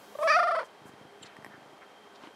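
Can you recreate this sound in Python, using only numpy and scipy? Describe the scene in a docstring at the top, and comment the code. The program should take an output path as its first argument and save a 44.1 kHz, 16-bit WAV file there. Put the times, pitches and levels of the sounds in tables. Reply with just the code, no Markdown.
"""In a small, quiet room, a cat gives one rolling trill close to a hand-held camera.
Its vocal folds buzz, and its throat and mouth shape the tone. About 25 times a second the throat
catches: the pitch drops, the voice turns brighter and rougher, then recovers.
Afterwards it purrs faintly; fur brushes and squeaks, and the camera ticks and bumps in the hand."""
import sys
import numpy as np
from scipy import signal
from scipy.fft import rfft, irfft
from scipy.io import wavfile

SR = 44100
rng = np.random.default_rng(int(sys.argv[2]) if len(sys.argv) > 2 else 0)


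def dump_mix(stems):
    """Bounce the given channels to the path in sys.argv[1] as a 16-bit WAV at rate SR."""
    frames = np.atleast_2d(stems).T  # one column per channel
    limited = np.clip(frames, -1, 1)  # hard clip at full scale
    pcm = np.round(limited * 32767).astype(np.int16)
    wavfile.write(sys.argv[1], SR, pcm)


N = 103635
T = np.arange(N) / SR
HZ = np.fft.rfftfreq(N, 1 / SR)


def amp(db):
    """Turns decibels into a gain."""
    return 10 ** (np.asarray(db) / 20)


def curve(points):
    """Joins (time_s, value) points with straight lines."""
    return np.interp(T, *np.transpose(points))


def colour(points, hz, column=1):
    """Reads a table of levels at any pitch, blending between rows."""
    table = np.array(points)
    return np.interp(np.log(hz + 1), np.log(table[:, 0] + 1), table[:, column])


def noise(gains):
    """Noise shaped by a gain at each frequency, then scaled to a level of 1."""
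    shaped = irfft(rfft(rng.standard_normal(N)) * gains, N)
    return shaped / np.sqrt(np.mean(shaped ** 2) + 1e-20)


def wobble(hz):
    """Random drift, up to about hz times a second."""
    return noise(1 / (1 + (HZ / hz) ** 4))


def bell(s, half_s):
    """A smooth swell around a moment."""
    return np.exp(-.5 * np.minimum(((T - s) / half_s) ** 2, 200))


def held(s, length_s, rise_s, fall_s):
    """Rises to 1, holds, and falls."""
    ramp = .5 + np.minimum((T - s) / rise_s, (s + length_s - T) / fall_s)
    return np.sin(np.pi / 2 * np.clip(ramp, 0, 1)) ** 2


def low_cut(x, hz):
    """Turns down the bass below hz."""
    return signal.sosfilt(signal.butter(2, hz, "high", fs=SR, output="sos"), x)


def taps(events, tones, low_hz, high_hz, tilt_db=0):
    """Each tap rings tones that fade 60 dB in their ring_s, trimmed to low_hz..high_hz."""
    t = T[:SR // 8]
    ring = np.zeros(len(t))
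    for hz, db, ring_s in tones:
        octaves_up = np.log2(hz / tones[0][0])
        ring += amp(db + tilt_db * octaves_up - 60 * t / ring_s) * np.sin(2 * np.pi * hz * t)
    ring = signal.sosfilt(signal.butter(3, high_hz, fs=SR, output="sos"), low_cut(ring, low_hz))
    out = np.zeros(N)
    for s, peak_db in events:
        part = out[round(s * SR):][:len(ring)]
        part += amp(peak_db) * ring[:len(part)] / abs(ring).max()
    return out


# the room's soft rush: pitch_hz, relative_db
ROOM_COLOUR = [(40, -20), (80, -12), (125, -14), (200, -10), (324, -6.5), (606, -4), (787, -3.5),
               (1170, -8), (1600, -12), (2000, -13), (2700, -18.5), (4190, -21.5), (7000, -29.5),
               (11900, -35), (13200, -40), (15500, -45)]
# hums and whines: pitch_hz, width_hz, level_db
ROOM_HUMS = [(208.5, 10.3, -68.5), (406.1, 16.6, -63.5), (1552, 28, -71), (3171, 102, -68.5)]
def room_noise():
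    """A steady rush with faint hums, each a narrow band of noise."""
    rush = amp(-54.5 + .2 * wobble(hz=9.4)) * noise(amp(colour(ROOM_COLOUR, HZ)))
    hums = sum(amp(db) * noise(1 / (1 + (2 * (HZ - hz) / width) ** 2)) for hz, width, db in ROOM_HUMS)
    return rush + hums


# how loud the fur hisses: time_s, level_db
FUR_LEVEL = [(.14, -57), (.24, -55.5), (.36, -58), (.45, -70), (.9, -100)]
# its tone: pitch_hz, relative_db
FUR_COLOUR = [(100, -1.5), (700, 7.5), (2000, -6), (5000, -6), (7800, -9), (8800, -13), (9900, -9),
              (10700, -13), (12200, -7), (14000, -22), (15300, -13)]
def fur_hiss():
    """Fur against the camera makes a soft hiss that dies away."""
    return amp(curve(FUR_LEVEL)) * noise(amp(colour(FUR_COLOUR, HZ)))


# the note between catches: time_s, pitch_hz
VOICE_PITCH = [(.15, 568.2), (.19, 591.5), (.205, 587.7), (.222, 625.2), (.268, 660), (.305, 630.6),
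               (.345, 627.6), (.361, 645), (.372, 725.3), (.39, 704.3), (.415, 703), (.45, 695.4),
               (.47, 705.3), (.503, 709), (.533, 664.6), (.546, 667.5), (.572, 644), (.586, 660),
               (.609, 595.5), (.64, 539)]
# how hard the cat calls: time_s, level_db
VOICE_EFFORT = [(.184, -76), (.19, -29), (.203, -35), (.225, -24), (.262, -24), (.29, -23.5), (.345, -26.5),
                (.375, -22), (.41, -25.5), (.455, -27), (.50, -26.5), (.56, -29), (.586, -27.5),
                (.598, -30), (.616, -32.5), (.628, -40)]
# blips of voice before and after: time_s, level_db, half_length_s
VOICE_BLIPS = [(.156, -34.5, .0029), (.633, -35, .002)]
# the mouth: time_s, opening (-1 pressed shut, 0 shut, 1 open)
MOUTH_OPENING = [(.19, -0.37), (.215, -0.22), (.235, -0.023), (.268, -0.092), (.277, 0.66), (.305, 0.93),
                 (.358, 0.91), (.38, 0.35), (.43, 0.39), (.5, 0.2), (.6, 0.27)]
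def trill():
    """The vocal folds buzz as breath passes; pitch and level shake more in each catch."""
    drop, bright, rough = throat_catches()
    mouth = curve(MOUTH_OPENING)
    pitch_shake = 1 + (.0042 + .017 * rough) * wobble(hz=320)
    hz = curve(VOICE_PITCH) * (1 - drop) * pitch_shake
    phase = 2 * np.pi * np.cumsum(hz) / SR
    level = amp(curve(VOICE_EFFORT)) * (T > VOICE_EFFORT[0][0]) * (T < VOICE_EFFORT[-1][0])
    level += sum(amp(db) * bell(s, half_s) for s, db, half_s in VOICE_BLIPS)
    level_shake = 1 + (.03 + .11 * rough) * wobble(hz=355)
    buzz = vocal_folds(hz, phase, mouth, bright) * level_shake
    return level * (buzz + breath(phase, mouth, rough))


# how the throat shapes the voice: pitch_hz, mouth_shut_db, added_when_open_db, added_in_catch_db
THROAT_COLOUR = [(486, -4.5, -5, -7), (603, -3.5, -4, -5), (716, 0.5, 0.5, -4.5), (1060, -8.5, -6, 6),
                 (1233, -10.5, 15, 7), (1400, -10, 16, 19.5), (1575, -24, 27, 6.5), (2130, -29, 21, 14.5),
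                 (2435, -26.5, 23.5, 2), (2890, -36, 13, -10.5), (3270, -31.5, 7, 10),
                 (4150, -45.5, 20.5, 3.5), (4720, -39, 31.5, 8.5), (5250, -41.5, 14.5, 8),
                 (5520, -39, 21.5, 2.5), (6760, -61, 22.5, 7.5), (10250, -49, 6.5, 9), (11100, -60, 9, 0),
                 (12800, -67, 3, -9)]
# the folds beat strong-weak, adding tones between the overtones: time_s, half_length_s, relative_db
UNEVEN_BEATS = [(0.206, 0.012, -11.5), (0.328, 0.011, -15)]
def vocal_folds(hz, phase, mouth, bright):
    """A note and its overtones, shaped by a throat whose upper resonances sink during the call."""
    sink_per_s, middle_s, full_sink_hz = .28, .37, 2300
    throat_size = np.exp(sink_per_s * (T - middle_s))
    uneven = sum(amp(db) * bell(s, half_s) for s, half_s, db in UNEVEN_BEATS)
    buzz = np.zeros(N)
    for multiple in np.arange(1, 22, .5):
        tone_hz = multiple * hz
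        table_hz = tone_hz * throat_size ** np.minimum(tone_hz / full_sink_hz, 1)
        shut_db, open_db, catch_db = (colour(THROAT_COLOUR, table_hz, column) for column in (1, 2, 3))
        gain = amp(shut_db + mouth * open_db + bright * catch_db) * (uneven if multiple % 1 else 1)
        buzz -= np.sqrt(2) * gain * np.cos(multiple * phase)
    return buzz


# air passing with the voice: pitch_hz, relative_db
BREATH_COLOUR = [(200, -35), (600, -35), (1300, 7), (2400, 1), (3400, -2), (4600, 1), (7000, -20),
                 (10000, -21), (15000, -36)]
def breath(phase, mouth, rough):
    """Air puffs with each beat of the folds, louder with an open mouth or in a catch."""
    puffs = 1 + .5 * np.cos(phase)
    return noise(amp(colour(BREATH_COLOUR, HZ))) * puffs * amp(-32 + 5 * mouth + 11 * rough)


# pops in the voice: start_s, peak_db
FOLD_POPS = [(.187, -34), (.275, -26), (.430, -28), (.550, -27), (.589, -33), (.631, -28.5), (.639, -38)]
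# the throat's ring: pitch_hz, relative_db, ring_s
THROAT_TONES = [(628, -9, 0.013), (1024, 13, 0.016), (1650, 2, 0.016), (4700, -49, 0.0096)]
def fold_pops():
    """The folds snap open and make the throat ring."""
    return taps(FOLD_POPS, THROAT_TONES, low_hz=474, high_hz=3420)


# catches: start_s, length_s, share_of_pitch_lost, brightening (0-1), roughness (0-1)
THROAT_CATCHES = [(.229, .009, 0.15, 0.82, 0.03), (0.274, 0.027, 0.13, 0.18, 0.42),
                  (0.32, 0.023, 0.071, 0.1, 0.53), (0.391, .014, .16, 0.85, .45),
                  (.429, 0.015, .15, 0.64, 0.88), (0.473, 0.019, 0.15, 0.88, 0.28),
                  (0.51, 0.014, 0.17, 1, 0.1), (0.55, 0.017, .26, 1, 0.3), (0.59, 0.013, 0.25, 1, 0.48),
                  (0.61, 0.015, 0.21, 0.28, 0.77)]
def throat_catches():
    """The pitch snaps down, creeps up and jumps back; meanwhile the voice is brighter and rougher."""
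    drop, bright, rough = np.zeros((3, N))
    for s, length_s, share, brightening, roughness in THROAT_CATCHES:
        creep = 1 - .45 * np.clip((T - s) / length_s, 0, 1) ** 2
        drop += share * creep * held(s, length_s, rise_s=.0045, fall_s=.01)
        bright += brightening * held(s, length_s, rise_s=.012, fall_s=.012)
        rough += roughness * held(s, length_s, rise_s=.0047, fall_s=.0047)
    return drop, bright, rough


# strokes of fur: time_s, half_length_s, level_db, pitch_hz, width_octaves
FUR_STROKES = [(0.235, 0.027, -57, 8100, 0.46), (0.655, 0.013, -63, 5650, 0.69),
               (0.875, 0.017, -54.5, 850, 0.7), (0.879, 0.016, -63.5, 7360, 0.62),
               (1.2333, 0.003, -42.5, 3330, 0.25), (1.234, 0.0056, -57, 7600, 0.32),
               (1.265, 0.0066, -53, 3960, 0.58), (1.276, 0.041, -55.5, 1600, 0.66),
               (1.462, 0.018, -70.5, 11400, 0.17), (1.536, 0.021, -52.5, 1570, 0.26),
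               (1.826, 0.012, -51.5, 1470, 0.47), (2.159, 0.0063, -55.5, 3600, 0.52),
               (2.251, 0.03, -51.5, 684, 1.45)]
def fur_brushes():
    """Each brush of fur is a short swell of noise around one pitch."""
    out = np.zeros(N)
    for s, half_s, db, hz, octaves in FUR_STROKES:
        band = np.exp(-.5 * (np.log2((HZ + 1) / hz) / octaves) ** 2)
        out += amp(db) * bell(s, half_s) * noise(band)
    return out


# beats of the purr: start_s, peak_db
PURR_BEATS = [(.817, -44), (0.855, -39), (.893, -41.5), (0.937, -41), (1.012, -41), (1.051, -41),
              (1.213, -41.5), (1.243, -41.5), (1.387, -39.5), (1.428, -44), (1.465, -41), (1.501, -48.5),
              (1.542, -44.5), (1.579, -44.5), (1.62, -48), (1.66, -50), (1.732, -47)]
# the ring of chest and throat: pitch_hz, relative_db, ring_s
CHEST_TONES = [(151, -11, 0.23), (262, 11, 0.012), (392, 6, 0.0041)]
def purr():
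    """Soft, low beats ring the chest in short runs, about 26 a second."""
    return taps(PURR_BEATS, CHEST_TONES, low_hz=92, high_hz=1500)


# the squeak's sagging note: time_s, pitch_hz
SQUEAK_NOTE = [(1.224, 7560), (1.234, 7320), (1.238, 6800)]
def fur_squeak():
    """Rubbing makes one thin, unsteady squeak with a faint tone an octave above."""
    hz = curve(SQUEAK_NOTE) * (1 + .012 * wobble(hz=950))
    phase = 2 * np.pi * np.cumsum(hz) / SR
    tone = np.sin(phase) + amp(-25) * np.sin(2 * phase)
    return amp(-46.5) * bell(s=1.2305, half_s=.004) * tone


# ticks: start_s, peak_db, treble_tilt_db_per_octave
CAMERA_TICKS = [(1.3675, -37.5, 2.5), (1.425, -41, 1), (1.4466, -31, 3), (1.4635, -35, -2)]
# the camera body's ring: pitch_hz, relative_db, ring_s
CAMERA_TONES = [(784, 4, 0.017), (1070, 7, 0.0083), (1876, 8, 0.014), (5200, -9, 0.0065),
                (7950, -9.5, 0.0035), (11300, -23, 0.012)]
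def camera_ticks():
    """The camera's body ticks in the hand, some ticks brighter than others."""
    return sum(taps([(s, db)], CAMERA_TONES, low_hz=347, high_hz=11700, tilt_db=tilt_db)
               for s, db, tilt_db in CAMERA_TICKS)


# bumps: start_s, peak_db
HAND_BUMPS = [(2.2365, -36), (2.2725, -37)]
# their dull ring: pitch_hz, relative_db, ring_s
BUMP_TONES = [(320, -2.5, 0.032), (550, -6.5, 0.013), (1000, -2.5, 0.024), (2940, -4, 0.0077)]
def hand_bumps():
    """The hand knocks softly on the camera twice."""
    return taps(HAND_BUMPS, BUMP_TONES, low_hz=192, high_hz=4450)


# first echoes: delay_s, gain
NEAR_ECHOES = [(.0023, 0.064), (.0041, -0.09), (.0067, .06)]
def room_echo(x, tail_db=-15.5, ring_s=.16):
    """Sound bounces off a few near surfaces, then fades in a short, weak tail."""
    t = T[:SR // 3]
    tail = rng.standard_normal(len(t)) * amp(-60 * t / ring_s) * (t > .006)
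    response = amp(tail_db) * tail / np.linalg.norm(tail)
    response[0] = 1  # the direct sound
    for delay_s, gain in NEAR_ECHOES:
        response[round(delay_s * SR)] += gain
    return signal.fftconvolve(x, response)[:N]


def scene():
    """The cat and the handling sounds echo in the room, over its noise and the fur's hiss."""
    cat = trill() + fold_pops() + purr()
    handling = fur_brushes() + fur_squeak() + camera_ticks() + hand_bumps()
    return (room_echo(cat + handling) + room_noise() + fur_hiss())[None]


def record(dry):
    """The microphone loses the deep bass, and the recorder cuts the highest treble."""
    thin = low_cut(dry, hz=115)
    treble_cut = signal.firwin(511, 15730, window=("kaiser", 9), fs=SR)
    return signal.oaconvolve(thin, treble_cut[None], "same")


dry = scene()
out = record(dry)
dump_mix(out)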